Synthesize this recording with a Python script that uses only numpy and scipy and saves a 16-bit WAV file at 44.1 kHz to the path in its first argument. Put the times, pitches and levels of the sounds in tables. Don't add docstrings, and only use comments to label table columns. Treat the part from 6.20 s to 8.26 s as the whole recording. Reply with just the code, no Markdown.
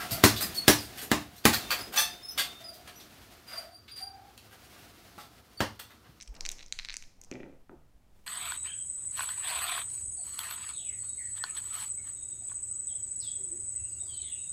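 import sys
import numpy as np
from scipy import signal
from scipy.fft import rfft, irfft
from scipy.io import wavfile
from scipy.ndimage import uniform_filter1d

SR = 44100
rng = np.random.default_rng(int(sys.argv[2]) if len(sys.argv) > 2 else 0)


def volts_from_decibels(level):
    exponent = np.asarray(level, float) / 20
    return 10 ** exponent


def log_audio(samples):
    frames = np.atleast_2d(samples).T
    limited = np.clip(frames, -1, 1)
    pcm = np.round(limited * 32767).astype(np.int16)
    wavfile.write(sys.argv[1], SR, pcm)


N = 90978


def evened(x):
    return x / np.sqrt(np.mean(x ** 2) + 1e-20)


def read(points, hz):
    f, value = np.transpose(points)
    return np.interp(np.log(hz + 1), np.log(f + 1), value)


def add(mix, s, sound):
    part = mix[round(s * SR):][:len(sound)]
    part += sound[:len(part)]


def noise(spectrum):
    bins = rfft(rng.standard_normal(N))
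    return evened(irfft(bins * volts_from_decibels(read(spectrum, np.fft.rfftfreq(N, 1 / SR))), N))


def ring(hz, t60, db, rise_s=0.000119):
    t = np.arange(int(1.3 * t60 * SR) + 60) / SR
    rise = (1 - np.exp(-t / rise_s)) ** 2
    return volts_from_decibels(db - 60 * t / t60) * rise * np.sin(2 * np.pi * hz * t)


def tail(x, decay, tone, db, gap_s):
    spacing = 14
    slots = np.arange(int(gap_s * SR), SR - 20, spacing)
    taps = np.zeros(SR)
    taps[slots + rng.integers(0, spacing, len(slots))] = rng.choice([-1., 1.], len(slots))
    taps *= np.minimum(np.arange(SR) / SR / (1.79 * gap_s), 1) ** 2
    hz, t, z = signal.stft(taps, SR, nperseg=256)
    z = z * volts_from_decibels(read(tone, hz)[:, None] - 60 * t / read(decay, hz)[:, None])
    echo = signal.istft(z, SR, nperseg=256)[1]
    return volts_from_decibels(db) * signal.fftconvolve(x, echo / np.linalg.norm(echo))[:N]


# (frequency [Hz], level [dB per Hz])
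HISS_SPECTRUM = [(35, -54.5), (60, -10), (124, 0.5), (274, -8.5), (323, -11), (515, -26), (1380, -26),
                 (1620, -23), (15500, -32.5)]


def hiss():
    return volts_from_decibels(-70) * noise(HISS_SPECTRUM)


# (frequency [Hz], level [dB])
GUST_SPECTRUM = [(8, 5), (25, -11.5), (50, -8.5), (90, -15.5), (200, -43), (1000, -69)]
# (frequency [Hz], level [dB])
SLEEVE_SPECTRUM = [(60, -0.5), (200, 0), (800, -3), (1500, -12), (5000, -29), (12000, -31)]
# (time [s], level [dB])
SLEEVE_MOTION = [
    (0, -2.5),
    (.1, 1.5),
    (.15, 8.5),
    (.3, 10),
    (.45, 2),
    (.6, -9),
    (1.1, 1),
    (1.5, -6.5),
    (2.06, -3.5),
]
# (frequency [Hz], level [dB])
BRUSH_SPECTRUM = [(500, -6), (3000, 0.5), (8000, -3), (14000, -6)]
# (time [s], level [dB], swing [Hz])
AIR_PUFFS = [(0.106, -36.5, 42.6), (0.257, -34.5, 14.68), (0.328, -44, 18.26), (0.458, -46, 14.7),
             (0.599, -41.5, 17.65), (0.713, -44, 20.3), (0.842, -47, 12.75), (1.002, -53.5, 22.3),
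             (1.433, -66, 10.4), (1.752, -56, 42.5), (1.947, -63, 32)]


def hand_air():
    t = np.arange(N) / SR
    puffs = np.zeros(N)
    for s, db, hz in AIR_PUFFS:
        swell = np.exp(-(1.212 * hz * (t - s)) ** 2)
        puffs += volts_from_decibels(db) * np.sin(2 * np.pi * hz * (t - s)) * swell
    lumps = volts_from_decibels(2.0 * evened(uniform_filter1d(rng.standard_normal(N), size=500)))
    rustle = volts_from_decibels(-69 + np.interp(t, *np.transpose(SLEEVE_MOTION))) * noise(SLEEVE_SPECTRUM)
    reach = np.clip((t - 1.891) / 0.088, 0, 1)
    brush = volts_from_decibels(-75.5) * reach * noise(BRUSH_SPECTRUM)
    return puffs + volts_from_decibels(-58.5) * noise(GUST_SPECTRUM) + lumps * (rustle + brush)


# (time [s], palm thud [dB],
# cupping re palm # [dB], die-on-die clack [dB], edge sharpness re clack [dB])
DICE_KNOCKS = [(0.0024, -43.5, -0.5, -45, 0.5), (0.0102, -50, 8.5, -38.5, -9.5),
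               (0.012, -42.5, -9, -34, -0.5), (0.0203, -47, -13, -35, -10.5), (0.0253, -48, -1.5, -32.5, 1),
               (0.0617, -55.5, -4.5, -56, -38), (0.0927, -64.5, -0.5, -59, -22.5),
               (0.143, -48, -28, -58.5, 12.5), (0.2048, -69, 5, -66, 22), (0.2086, -35, 3.5, -23.5, 0.5),
               (0.2524, -29, -2, -26, -3.5), (0.2585, -35.5, -1.5, -29.5, -7.5), (0.2632, -28, 0, -27.5, 8),
               (0.2903, -32.5, 4.5, -19, 1.5), (0.3013, -39, 2, -37.5, -7.5),
               (0.3163, -46, 0.5, -31.5, 11.5), (0.3192, -45.5, 4.5, -28, -3.5),
               (0.327, -68.5, 15, -33, -17.5),
               (0.385, -44.5, -1.5, -41.5, -18.5), (0.3928, -40, -2.5, -39.5, -9.5),
                (0.4006, -46, 1, -58.5, -11), (0.4079, -41.5, 1, -43, -12.5),
                (0.413, -44.5, -2.5, -68.5, -8), (0.4411, -56, 6.5, -71.5, -13),
                (0.4628, -62.5, 12, -36.5, -6.5), (0.4829, -72, 12.5, -42.5, -7),
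                (0.5112, -68, -11.5, -84.5, -10.5), (0.5249, -28.5, 7, -20, 2.5),
                (0.5896, -25.5, -0.5, -29.5, 1.5), (0.5972, -28.5, 0.5, -43.5, -0.5),
                (0.61, -48.5, -1, -51.5, -7.5), (0.621, -44, -3, -49, -4.5), (0.631, -46.5, 0.5, -50, -13),
                (0.6489, -31.5, 1.5, -37, 11), (0.6564, -39, 0, -38.5, -11),
                (0.6873, -29, -0.5, -36.5, 0.5),
               (0.6971, -29, 0.5, -38.5, -16), (0.704, -31.5, -0.5, -33, -19),
                         (0.7161, -38, 0.5, -45, -8.5), (0.7253, -37.5, 1, -42.5, -8),
                         (0.731, -40.5, -6, -41, 5), (0.7414, -29, -10.5, -32, 10),
                         (0.7497, -52.5, -1.5, -39.5, -16), (0.7582, -43.5, -6, -40, -15),
                         (0.768, -34.5, 0, -22.5, 4), (0.8249, -38.5, -9.5, -36.5, -7.5),
                         (0.8386, -47, -3, -57.5, -6.5), (1.0153, -53, -9.5, -35, 0),
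                         (1.0378, -58, -13.5, -41, 0), (1.0473, -57.5, -7, -42, 6),
                         (1.114, -38.5, -5.5, -31, -9.5), (1.1384, -52, -9.5, -42, 1)]
# (time [s], cup [Hz], die [Hz], edge [Hz])
GRIP_PITCHES = [(0.2093, 4395, 5518, 7200), (0.253, 4050, 6100, 7400), (0.2632, 4724, 5910, 7250),
                (0.2903, 3867, 6200, 8200), (0.3168, 3710, 6110, 7800), (0.4826, 4120, 5170, 9500),
                (0.5248, 4086, 6424, 7400), (0.5896, 4065, 5510, 7200), (0.6488, 4100, 4980, 7300),
                (0.6873, 4056, 5470, 7600), (0.6968, 4160, 5200, 7570), (0.7414, 4740, 5690, 7800),
                (0.768, 4724, 6270, 8240), (1.0153, 4900, 6430, 7840), (1.114, 4464, 6198, 8160),
                (1.1383, 4150, 5150, 6500)]
# (time [s], level [dB], pitch [Hz])
CORNER_SNAPS = [(.0252, -52.5, 12100), (.0928, -61, 13000), (.143, -52, 11000), (0.2103, -46, 10600),
                (.253, -52, 12400), (.2632, -44.5, 11900), (0.2913, -36.5, 12300), (0.3164, -39, 12200),
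                (0.3198, -45.5, 12400), (.4826, -71.5, 13100), (.5896, -53, 12700), (0.5986, -59.5, 12400),
                (0.65, -58, 13000), (.6566, -61, 12500), (.6968, -55.5, 12500), (.7375, -56.5, 10500),
                (.7414, -56.5, 12600), (0.825, -56.5, 11500), (.768, -46.5, 13100), (1.0133, -50, 11600),
                (1.0378, -50.5, 11900), (1.114, -56, 12300)]


def knocks():
    mode_hz = np.array([2316, 3957, 5970, 7970])
    mode_t60 = [0.003106, 0.004005, 0.00259, 0.001169]  # seconds, same order
    stagger_s = 0.0001605
    rebound_s, rebound_db = 0.00066, -13.5
    late_s, late_db = 0.0015, -15.5
    wall_s, wall_db = 0.0085, -28
    near, far = np.zeros(N), np.zeros(N)
    rows = DICE_KNOCKS
    for (s, palm, cup, die, edge), z in zip(rows, rng.standard_normal((len(rows), 10))):
        pitch = mode_hz * (1 + 0.03 * z[:4])
        for grip in GRIP_PITCHES:
            if abs(grip[0] - s) < 0.003:
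                pitch = [pitch[0], *grip[1:]]
        for k, db in enumerate([palm, palm + cup, die, die + edge]):
            tone = (-1) ** k * ring(pitch[k], mode_t60[k], db + 7.5, 0.0001501)
            add(near, s - 0.0003 + stagger_s * (k // 2), tone)
            add(near, s + late_s * (1 + 0.11 * z[9]), volts_from_decibels(late_db + 2 * z[7 - k]) * tone)
            add(near, s + rebound_s * (1 + 0.39 * abs(z[8])), volts_from_decibels(rebound_db + 2 * z[4 + k]) * tone)
            add(near, s + wall_s, volts_from_decibels(wall_db) * tone)
            add(far, s, ring(pitch[k], 0.3203 * mode_t60[k], db + 17, 0.00008))
        add(far, s, ring(8870, 0.000743, die + 0.5 * edge - 1, 0.00006))
    for s, db, hz in CORNER_SNAPS:
        add(near, s, ring(hz, 0.000505, db + 20.5, 0.00006))
        add(far, s, ring(hz, 0.0011, db + 14, 0.00006))
    return near, far


# (frequency [Hz], t60 [s])
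ROOM_DECAY = [(200, 0.21), (1000, 0.15), (2500, 0.671), (5500, 0.519), (9000, 0.49), (14000, 0.59)]
# (frequency [Hz], level [dB])
ROOM_COLOUR = [(200, -0.5), (1000, -1), (2300, 3), (3500, -4), (5500, 5.5), (7300, 0.5), (10000, -4.5),
               (14000, -9)]


def room(source):
    return tail(source, ROOM_DECAY, ROOM_COLOUR, db=-15, gap_s=0.0035)


# (time [s], length [s], level [dB], centre [Hz])
SKIN_SLIDES = [
    (0.029, 0.0096, -49.5, 5900),
    (0.0753, 0.0131, -49, 6000),
    (0.15, 0.0147, -51, 5050),
    (0.154, 0.0032, -63, 6000),
    (0.1638, 0.018, -53, 4100),
    (.32, 0.0067, -44, 6400),
    (0.328, 0.021, -54, 5660),
    (0.4266, 0.0125, -45.5, 4020),
    (0.442, 0.0104, -67, 3500),
    (1.034, 0.0188, -61, 6200),
]


def slides():
    out = np.zeros(N)
    for s, length, db, hz in SKIN_SLIDES:
        t = np.arange(0, 0.63 * length, 1 / SR)
        unevenness = uniform_filter1d(rng.standard_normal(len(t)), size=9)
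        grit = rng.standard_normal(len(t)) * volts_from_decibels(4.7 * unevenness)
        body = ring(hz, 0.0017, 0)[:150]
        body = body + 0.5 * ring(2908, 0.00203, 0)[:150]
        body = body + 0.692 * ring(1.3 * hz, 0.0016, 0)[:150]
        fade = volts_from_decibels(db - 43.6 * (t / length) ** 2)
        add(out, s, fade * evened(np.convolve(grit, body)[:len(t)]))
    return out


# (time [s], table thump [dB], tap [dB], tap pitch [Hz])
LANDINGS = [(1.1142, -31, -31.5, 2290), (1.1252, -51, -33.5, 2288), (1.146, -36.5, -63.5, 2200),
            (1.1615, -36, -57, 2200), (1.188, -60, -70.5, 2020), (1.1543, -40.5, -35, 2120),
            (1.2018, -36.5, -41, 1975), (1.2056, -60.5, -42, 2402), (1.232, -37.5, -36.5, 1942),
            (1.2405, -49, -45.5, 2300), (1.2615, -39.5, -47.5, 1340), (1.296, -45.5, -58, 2270),
            (1.326, -47.5, -55.5, 2190), (1.4949, -42.5, -38, 1231), (1.516, -46, -51, 1120),
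            (1.5286, -45, -64, 1000)]
# (frequency [Hz], level [dB], t60 [s])
TABLE_MODES = [(136.45, -11, 0.88), (205.9, -2.5, 0.273), (228.3, -0.5, 0.325), (263.66, 3.5, 0.357),
               (290.9, 4, 0.201), (350.65, 10.5, 0.14), (382.7, -12, 0.26), (453, -34.5, 0.12),
               (484.7, -11.5, 0.14), (511.9, -6, 0.447), (578, -33.5, 0.37), (748, -26, 0.09),
               (899, -19, 0.37)]
# (frequency [Hz], t60 [s])
BOARD_DECAY = [(100, 0.28), (300, 0.375), (900, 0.523), (2200, 0.414), (5000, 0.598)]
# (frequency [Hz], level [dB])
BOARD_COLOUR = [(100, -1), (300, -1.5), (800, -1.5), (1500, -10.5), (2500, -10.5), (5000, -6.5)]


def tumble():
    tap_t60 = 0.004386
    blows, rings = np.zeros(N), np.zeros(N)
    for (s, thump, tap, hz), z in zip(LANDINGS, rng.standard_normal((len(LANDINGS), len(TABLE_MODES)))):
        add(blows, s, -ring(hz, tap_t60, tap + 4, 0.0001414))
        add(blows, s + 0.001069, ring(1.204 * hz, tap_t60, tap - 9, 0.000366))
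        add(blows, s + 0.001831, ring(hz, 1.68 * tap_t60, tap - 8, 0.000163))
        add(blows, s + 0.001326, ring(344.8, 0.00958, thump + 3, 0.000189))
        for (f, db, t60), v in zip(TABLE_MODES, z):
            add(rings, s + 0.001147, ring(f, 0.565 * t60, thump + db - 13.5 + 3 * v, 0.00185))
    return blows + rings + tail(blows, BOARD_DECAY, BOARD_COLOUR, db=-2, gap_s=0.004143)


def scene():
    floor = hiss() + hand_air()
    near, far = knocks()
    scrape = slides()
    return (floor + near + scrape + room(far + scrape) + tumble())[None]


def top_cut(x):
    return signal.sosfilt(signal.butter(12, 16480, fs=SR, output="sos"), x)


def record(dry):
    roll_off = signal.firwin(numtaps=61, cutoff=15900, fs=SR)
    mix = signal.oaconvolve(dry, roll_off[None], "same")
    return top_cut(mix)


dry = scene()
out = record(dry)
log_audio(out)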